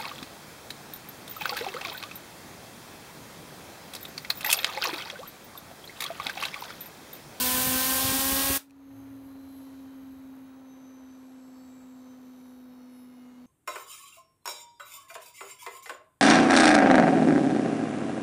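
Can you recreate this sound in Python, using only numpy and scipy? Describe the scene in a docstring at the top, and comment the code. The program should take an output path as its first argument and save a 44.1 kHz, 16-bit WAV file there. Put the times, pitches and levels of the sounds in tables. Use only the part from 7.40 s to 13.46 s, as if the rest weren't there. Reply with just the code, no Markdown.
"""A small furnished room: an air gun blows on a two-lobed metal spinner in a clamp, then shuts off; it coasts on.
The lobes chop the jet into a rising buzz over puffing hiss; gusts of spent air thump the microphone.
Coasting, the lobes hum and stir the air, and the ten-ball bearing sings thin falling whistles, squeals and
chatters. Two trigger ticks and a soft low drone follow the jet. The recorder's gain control ducks under
the jet and climbs back when it stops."""
import sys
import numpy as np
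from scipy import signal
from scipy.fft import rfft, irfft, next_fast_len
from scipy.io import wavfile
from scipy.ndimage import uniform_filter1d

SR = 44100
rng = np.random.default_rng(int(sys.argv[2]) if len(sys.argv) > 2 else 0)


def wav_out(sig):
    """Save sig, one row per channel (or a flat mono array), as 16-bit PCM at SR to the path in sys.argv[1]."""
    wavfile.write(sys.argv[1], SR, np.round(np.clip(np.atleast_2d(sig).T, -1, 1) * 32767).astype(np.int16))


def linear_from_db(decibels):
    """Turn decibels (scalar or array-like) into linear amplitude factors; 0 gives 1."""
    return 10 ** (np.asarray(decibels, float) / 20)


N = 267246
T = np.arange(N) / SR
TOP_S = 1.18  # moment of top speed


def walk(rate):
    """Random levels held 1 / rate s and slewed twice; spread near 1."""
    hold = int(SR / rate)
    steps = np.repeat(rng.standard_normal(N // hold + 1), hold)
    return np.sqrt(2) * uniform_filter1d(uniform_filter1d(steps, hold), hold)[:N]


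def noise(colour, flicker_db, rate):
    """Coloured noise of rms 1 in octave bands whose levels flicker alone."""
    size = next_fast_len(N)
    octave = np.log2(np.maximum(np.fft.rfftfreq(size, 1 / SR), 1))
    hz, db = np.transpose(colour)
    shape_db = np.interp(octave, np.log2(hz), db, left=-80, right=-60)
    spectrum = rfft(rng.standard_normal(size)) * linear_from_db(shape_db)
    out = np.zeros(N)
    for centre in range(int(np.log2(hz[0])), int(np.log2(hz[-1])) + 2):
        band = irfft(spectrum * np.clip(1 - abs(octave - centre), 0, 1), size)[:N]
        out += band * linear_from_db(flicker_db * walk(rate))
    return out / np.std(out)


def room(dry, t60_s, wet_db):
    """A small furnished room: a short tail, duller than the source."""
    t = T[:SR // 2]
    dull = signal.lfilter([1], [1, -.6], rng.standard_normal(len(t)))
    tail = dull * np.exp(-np.log(1000) * t / t60_s) * (t > .004)
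    return dry + linear_from_db(wet_db) * signal.fftconvolve(dry, tail / np.linalg.norm(tail))[:N]


def spin():
    """Lobe rate in Hz: the jet drives it up steadily, then drag takes a share each second, a little more at first."""
    start_hz, gain_hz_per_s = 251.3, 20.07
    drag_per_s, early_loss_hz, early_s = .0202, .8, .28
    after = np.maximum(T - TOP_S, 0)
    driven = start_hz + gain_hz_per_s * np.minimum(T, TOP_S)
    return driven * np.exp(-drag_per_s * after) - early_loss_hz * (1 - np.exp(-after / early_s))


def fading(layer):
    """Level in dB of a coasting layer: a slow drift, and one short step about two seconds into the coast."""
    # Each row, by layer: level in dB at top speed, step in dB, drift in dB per s.
    # The step goes down for hum, air, rumble and chatter, up for octave and rustle.
    layers = {"hum": (-45, -2.7, -0.23), "octave": (-69.5, 2.6, -.1), "air": (-57.5, -0.38, -0.77),
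              "rustle": (-69.5, .3, -0.84), "rumble": (-61.5, -6.5, -0.45), "chatter": (-74, -10, .3)}
    # The step: its middle in s, its length in s.
    step_time = (3.08, .08)
    db, step_db, drift_db = layers[layer]
    s, length = step_time
    return db + step_db * np.clip((T - s) / length + .5, 0, 1) + drift_db * (T - TOP_S)


def drone():
    """A soft low tone that holds a moment and dies."""
    # The tone: pitch in Hz, peak level in dB, start in s, end in s.
    tone = (111.5, -54, 1.47, 1.92)
    hz, db, start, end = tone
    envelope = np.clip(np.minimum((T - start) / .05, (end - T) / 0.18), 0, 1)
    return linear_from_db(db) * envelope * np.sin(2 * np.pi * hz * T)


def trigger():
    """The trigger snaps back in two dry ticks after the air stops: each a crack and a short ring."""
    # Each row: start in s, level in dB.
    clicks = [(1.298, -46), (1.308, -37)]
    # Ringing modes of the trigger. 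Each row: pitch in Hz, relative level in dB, t60 in s.
    modes = [(2500, 2, 0.013), (4200, 0, .006), (5800, -1.5, .006)]
    t = T[:SR // 40]
    ring = sum(linear_from_db(db) * np.sin(2 * np.pi * hz * t) * np.exp(-np.log(1000) * t / t60) for hz, db, t60 in modes)
    out = np.zeros(N)
    for s, db in clicks:
        crack = np.diff(uniform_filter1d(rng.standard_normal(len(t) + 1), size=3)) * np.exp(-t / 0.0011)
        start = int(s * SR)
        out[start:start + len(t)] += linear_from_db(db) * (0.99 * crack - ring / abs(ring).max())
    return out


def gusts():
    """Each gust of spent air shoves the microphone in, lets it swing back, and flutters roughly on it meanwhile."""
    # Each row: centre in s, level in dB, thump pitch in Hz.
    thumps = [(.27, -18.5, 96), (0.358, -20, 65), (0.652, -14.5, 94), (0.692, -16.5, 110), (.72, -19, 67),
              (.79, -24, 75), (0.926, -18.5, 55), (1.105, -13.5, 79.4)]
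    flutter = noise([(60, -29), (200, 6), (500, -5), (1200, -27)], 0, 25)
    out = np.zeros(N)
    for s, db, hz in thumps:
        swing = linear_from_db(-5.5) * flutter - np.sin(2 * np.pi * hz * (T - s))
        out += linear_from_db(db) * swing * np.exp(-(1.57 * hz * (T - s)) ** 2)
    return out


def coast(turn):
    """The lobes push air at their passing rate and leave turbulence; the bearing rustles; the clamp rumbles."""
    # Noise colours of the eddies, rustle and rumble. Each row: frequency in Hz, relative level in dB per Hz.
    air_colour = [(60, -19), (150, 3), (300, 5), (550, 1.5), (950, 0.5), (1500, -4.5), (2200, -10),
                  (3300, -15.5), (5000, -39), (9000, -48)]
    rustle_colour = [(2000, -24), (4000, 3), (5000, -5), (6200, -2.5), (8700, -8), (10500, -10.5),
                     (11500, -6.5), (15700, -11)]
    rumble_colour = [(25, -13), (50, -9), (90, -1.5), (130, -7), (200, -12.5), (300, -4)]
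    hum = linear_from_db(fading("hum") + 0.5 * walk(25.29)) * np.cos(turn + 0.07 * walk(30))
    octave_db = fading("octave")
    upper = np.zeros(N)
    for k, db in enumerate((0.0, -10.5, -11.0, -13.0), 2):  # harmonics 2 to 5 of the lobe rate
        upper += linear_from_db(octave_db + db + 1.8 * walk(15)) * np.cos(k * turn + 1.54)
    eddies = linear_from_db(fading("air") + 0.85 * walk(150)) * noise(air_colour, 0.32, 14)
    rustle = linear_from_db(fading("rustle")) * noise(rustle_colour, 1.7, 5.32)
    rumble = linear_from_db(fading("rumble")) * noise(rumble_colour, 1.8, 8.8)
    return np.sqrt(2) * (hum + upper) + eddies + rustle + rumble


def bearing(turn, lobe_hz):
    """Ten balls on wavy races sing one cage turn above and below each multiple of the ball rate, squeal and chatter."""
    # Resonances of spinner and clamp that a whistle swells through as it falls.
    # Each row: centre in Hz, width in Hz, basic whistle level at the centre in dB rms.
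    resonances = [(2140, 43, -78.5), (2415, 130, -83), (2880, 46, -82), (3085, 54, -80), (3813, 134, -80),
                  (4062, 73, -76.5), (4385, 63, -84), (4490, 110, -82), (5270, 110, -83), (5900, 150, -84),
                  (6108, 93, -74), (6360, 100, -78.5), (11170, 140, -81), (11550, 210, -81),
                  (11930, 90, -83), (12110, 90, -83), (12290, 90, -86), (12500, 90, -83), (12770, 140, -80),
                  (13400, 110, -82), (13600, 160, -81), (14840, 150, -85)]
    # Whistles stronger or weaker than the rest: multiple of cage rate, with its offset in dB.
    waviness = {39: 2., 41: -5, 61: -4., 79: 3, 81: -3.5, 139: -6, 149: -1, 169: -5, 179: -7, 191: -3}
    # Squeals, a tone with a partner one lobe rate below and above. Each row: centre in s, length in s,
    # multiple of cage rate, then basic levels in dB rms of the tone below, the centre and the tone above.
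    squeals = [(2.19, .22, 141.44, -72, -84, -70), (4.26, .47, 100, -77, -76, -74),
               (5.57, .2, 151.55, -79, -88, -82)]
    # Bursts of ball chatter. Each row: centre in s, rise above the rest in dB, length in s.
    bursts = [(1.56, 4.5, 0.091), (1.866, 6.5, .05), (2.16, 4.5, 0.12)]
    # Chatter colour. Each row: frequency in Hz, relative level in dB per Hz.
    chatter_colour = [(7000, -18), (10500, -13), (11200, 0), (12800, -4), (14000, -15), (15700, -9)]
    cage_per_lobe = .2956  # cage turns per lobe passing
    cage = cage_per_lobe * turn
    step = 256  # samples between whistle level updates
    waver = np.array([walk(20) for _ in range(4)])
    wander = iter(np.array_split(walk(6 * step), step))
    hz, width, db = np.transpose(resonances)[:, :, None]
    out = np.zeros(N)
    for ball in range(30, 210, 10):
        for side in (-1, 0, 1):
            multiple = ball + side
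            line_hz = multiple * cage_per_lobe * lobe_hz[::step]
            swell = np.sum(np.sqrt(2) * linear_from_db(db) / (1 + (2 * (line_hz - hz) / width) ** 2) ** 2, axis=0)
            # faint and wandering between resonances, weaker on the ball multiples themselves
            faint = np.resize(linear_from_db(-93.5 + 5.4 * next(wander)), len(swell))
            size = swell * linear_from_db(waviness.get(multiple, 0) + 2.5 * waver[side, ::step]) + faint
            size = np.interp(T, T[::step], size * linear_from_db(-8 * (side == 0)))
            out += size * np.cos(multiple * cage + 0.67 * waver[side + 1])
    for s, length, multiple, *levels in squeals:
        tones = np.zeros(N)
        for side, level in enumerate(levels, -1):
            tones += linear_from_db(level) * np.cos(multiple * cage + side * turn + .4 * waver[side])
        envelope = np.exp(-abs(1.6 * (T - s) / length) ** 1.8)
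        out += np.sqrt(2) * tones * linear_from_db(1.7 * waver[2]) * envelope
    # the load meets the balls once a cage turn against the fixed race, and once against the spinning one
    throb = linear_from_db(3 * np.cos(cage) + 1.2 * np.cos(2 * cage) + 1.5 * np.cos(turn / 2 - cage))
    bursts_db = sum(rise * np.exp(-((T - s) / length) ** 2) for s, rise, length in bursts)
    chatter = linear_from_db(fading("chatter") + bursts_db) * noise(chatter_colour, 1.2, 15) * throb
    return out * throb ** 0.19 + chatter


def jet(turn):
    """Each passing lobe cuts the jet: a buzz on the lobe rate and hiss that puffs once a lobe."""
    # Noise colours of the hiss and the low buffeting. Each row: frequency in Hz, relative level in dB per Hz.
    hiss_colour = [(150, -21.5), (400, -26), (900, -20), (2000, -21.5), (3100, -17.5), (5000, -18.5),
                   (7500, -19.5), (9500, -14.5), (10500, -19), (12500, -14), (15700, -16)]
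    buffet_colour = [(25, -17), (60, 2.5), (120, -4.5), (250, -8.5), (500, -15), (1000, -50)]
    # Harmonics of the buzz. Each row: multiple of lobe rate, relative level in dB.
    harmonics = [(1, 5.5), (2, 0.5), (3, -1), (4, 3), (5, -12), (6, -0.5), (7, -3.5), (9, -8), (10, -22),
                 (11, -11), (12, -8)]
    # valve: moment it starts to close, time to lose the first dB
    shut_s, close_s = 1.162, 0.0074
    wobble = .03 * walk(80)
    buzz = np.zeros(N)
    for k, db in harmonics:
        buzz += linear_from_db(db + 1.87 * walk(24.64)) * np.cos(round(k) * (turn + wobble) + 0.1992 * k * k)
    puff = 1 + .25 * np.cos(turn + .3) + .07 * np.cos(2 * turn)
    hiss = noise(hiss_colour, 0.84, 12.1) * puff * linear_from_db(0.49 * walk(400))
    flow = linear_from_db(-12.5 - np.clip((T - shut_s) / close_s, 0, 5) ** 3)
    buffet = linear_from_db(-17.0) * noise(buffet_colour, 3.3, 25)
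    return room(flow * hiss, 0.15, -13.0) + flow * (linear_from_db(-13.5) * buzz + buffet)


def scene():
    """Gun and spinner in the room."""
    lobe_hz = spin()
    turn = 2 * np.pi * np.cumsum(lobe_hz) / SR  # phase in radians, one cycle a lobe
    mix = drone() + trigger() + gusts() + coast(turn) + bearing(turn, lobe_hz) + jet(turn)
    return mix[None]


def gain_control(sound):
    """Turns loud sound down at once and recovers at a steady rate."""
    knee_db, share, recover_db_per_s = -40, .5, 33
    loud_db = 10 * np.log10(uniform_filter1d(sound[0] ** 2, size=2048) + 1e-12)
    cut_db = share * np.maximum(loud_db - knee_db, 0)
    # a running maximum on a rising ramp lets the cut fall no faster than the ramp
    ramp_db = recover_db_per_s * T
    cut_db = np.maximum.accumulate(cut_db + ramp_db) - ramp_db
    return sound * linear_from_db(-uniform_filter1d(cut_db, size=1024))


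def top_cut(x):
    """Nothing passes above the cut-off."""
    return signal.sosfilt(signal.butter(12, 17080, fs=SR, output="sos"), x)


def record(dry):
    """The microphone drops the deepest bass, then the recorder's gain control rides the level."""
    bass_cut = signal.butter(3, 40, "high", fs=SR, output="sos")
    heard = signal.sosfilt(bass_cut, dry)
    return top_cut(gain_control(heard))


dry = scene()
out = record(dry)
wav_out(out)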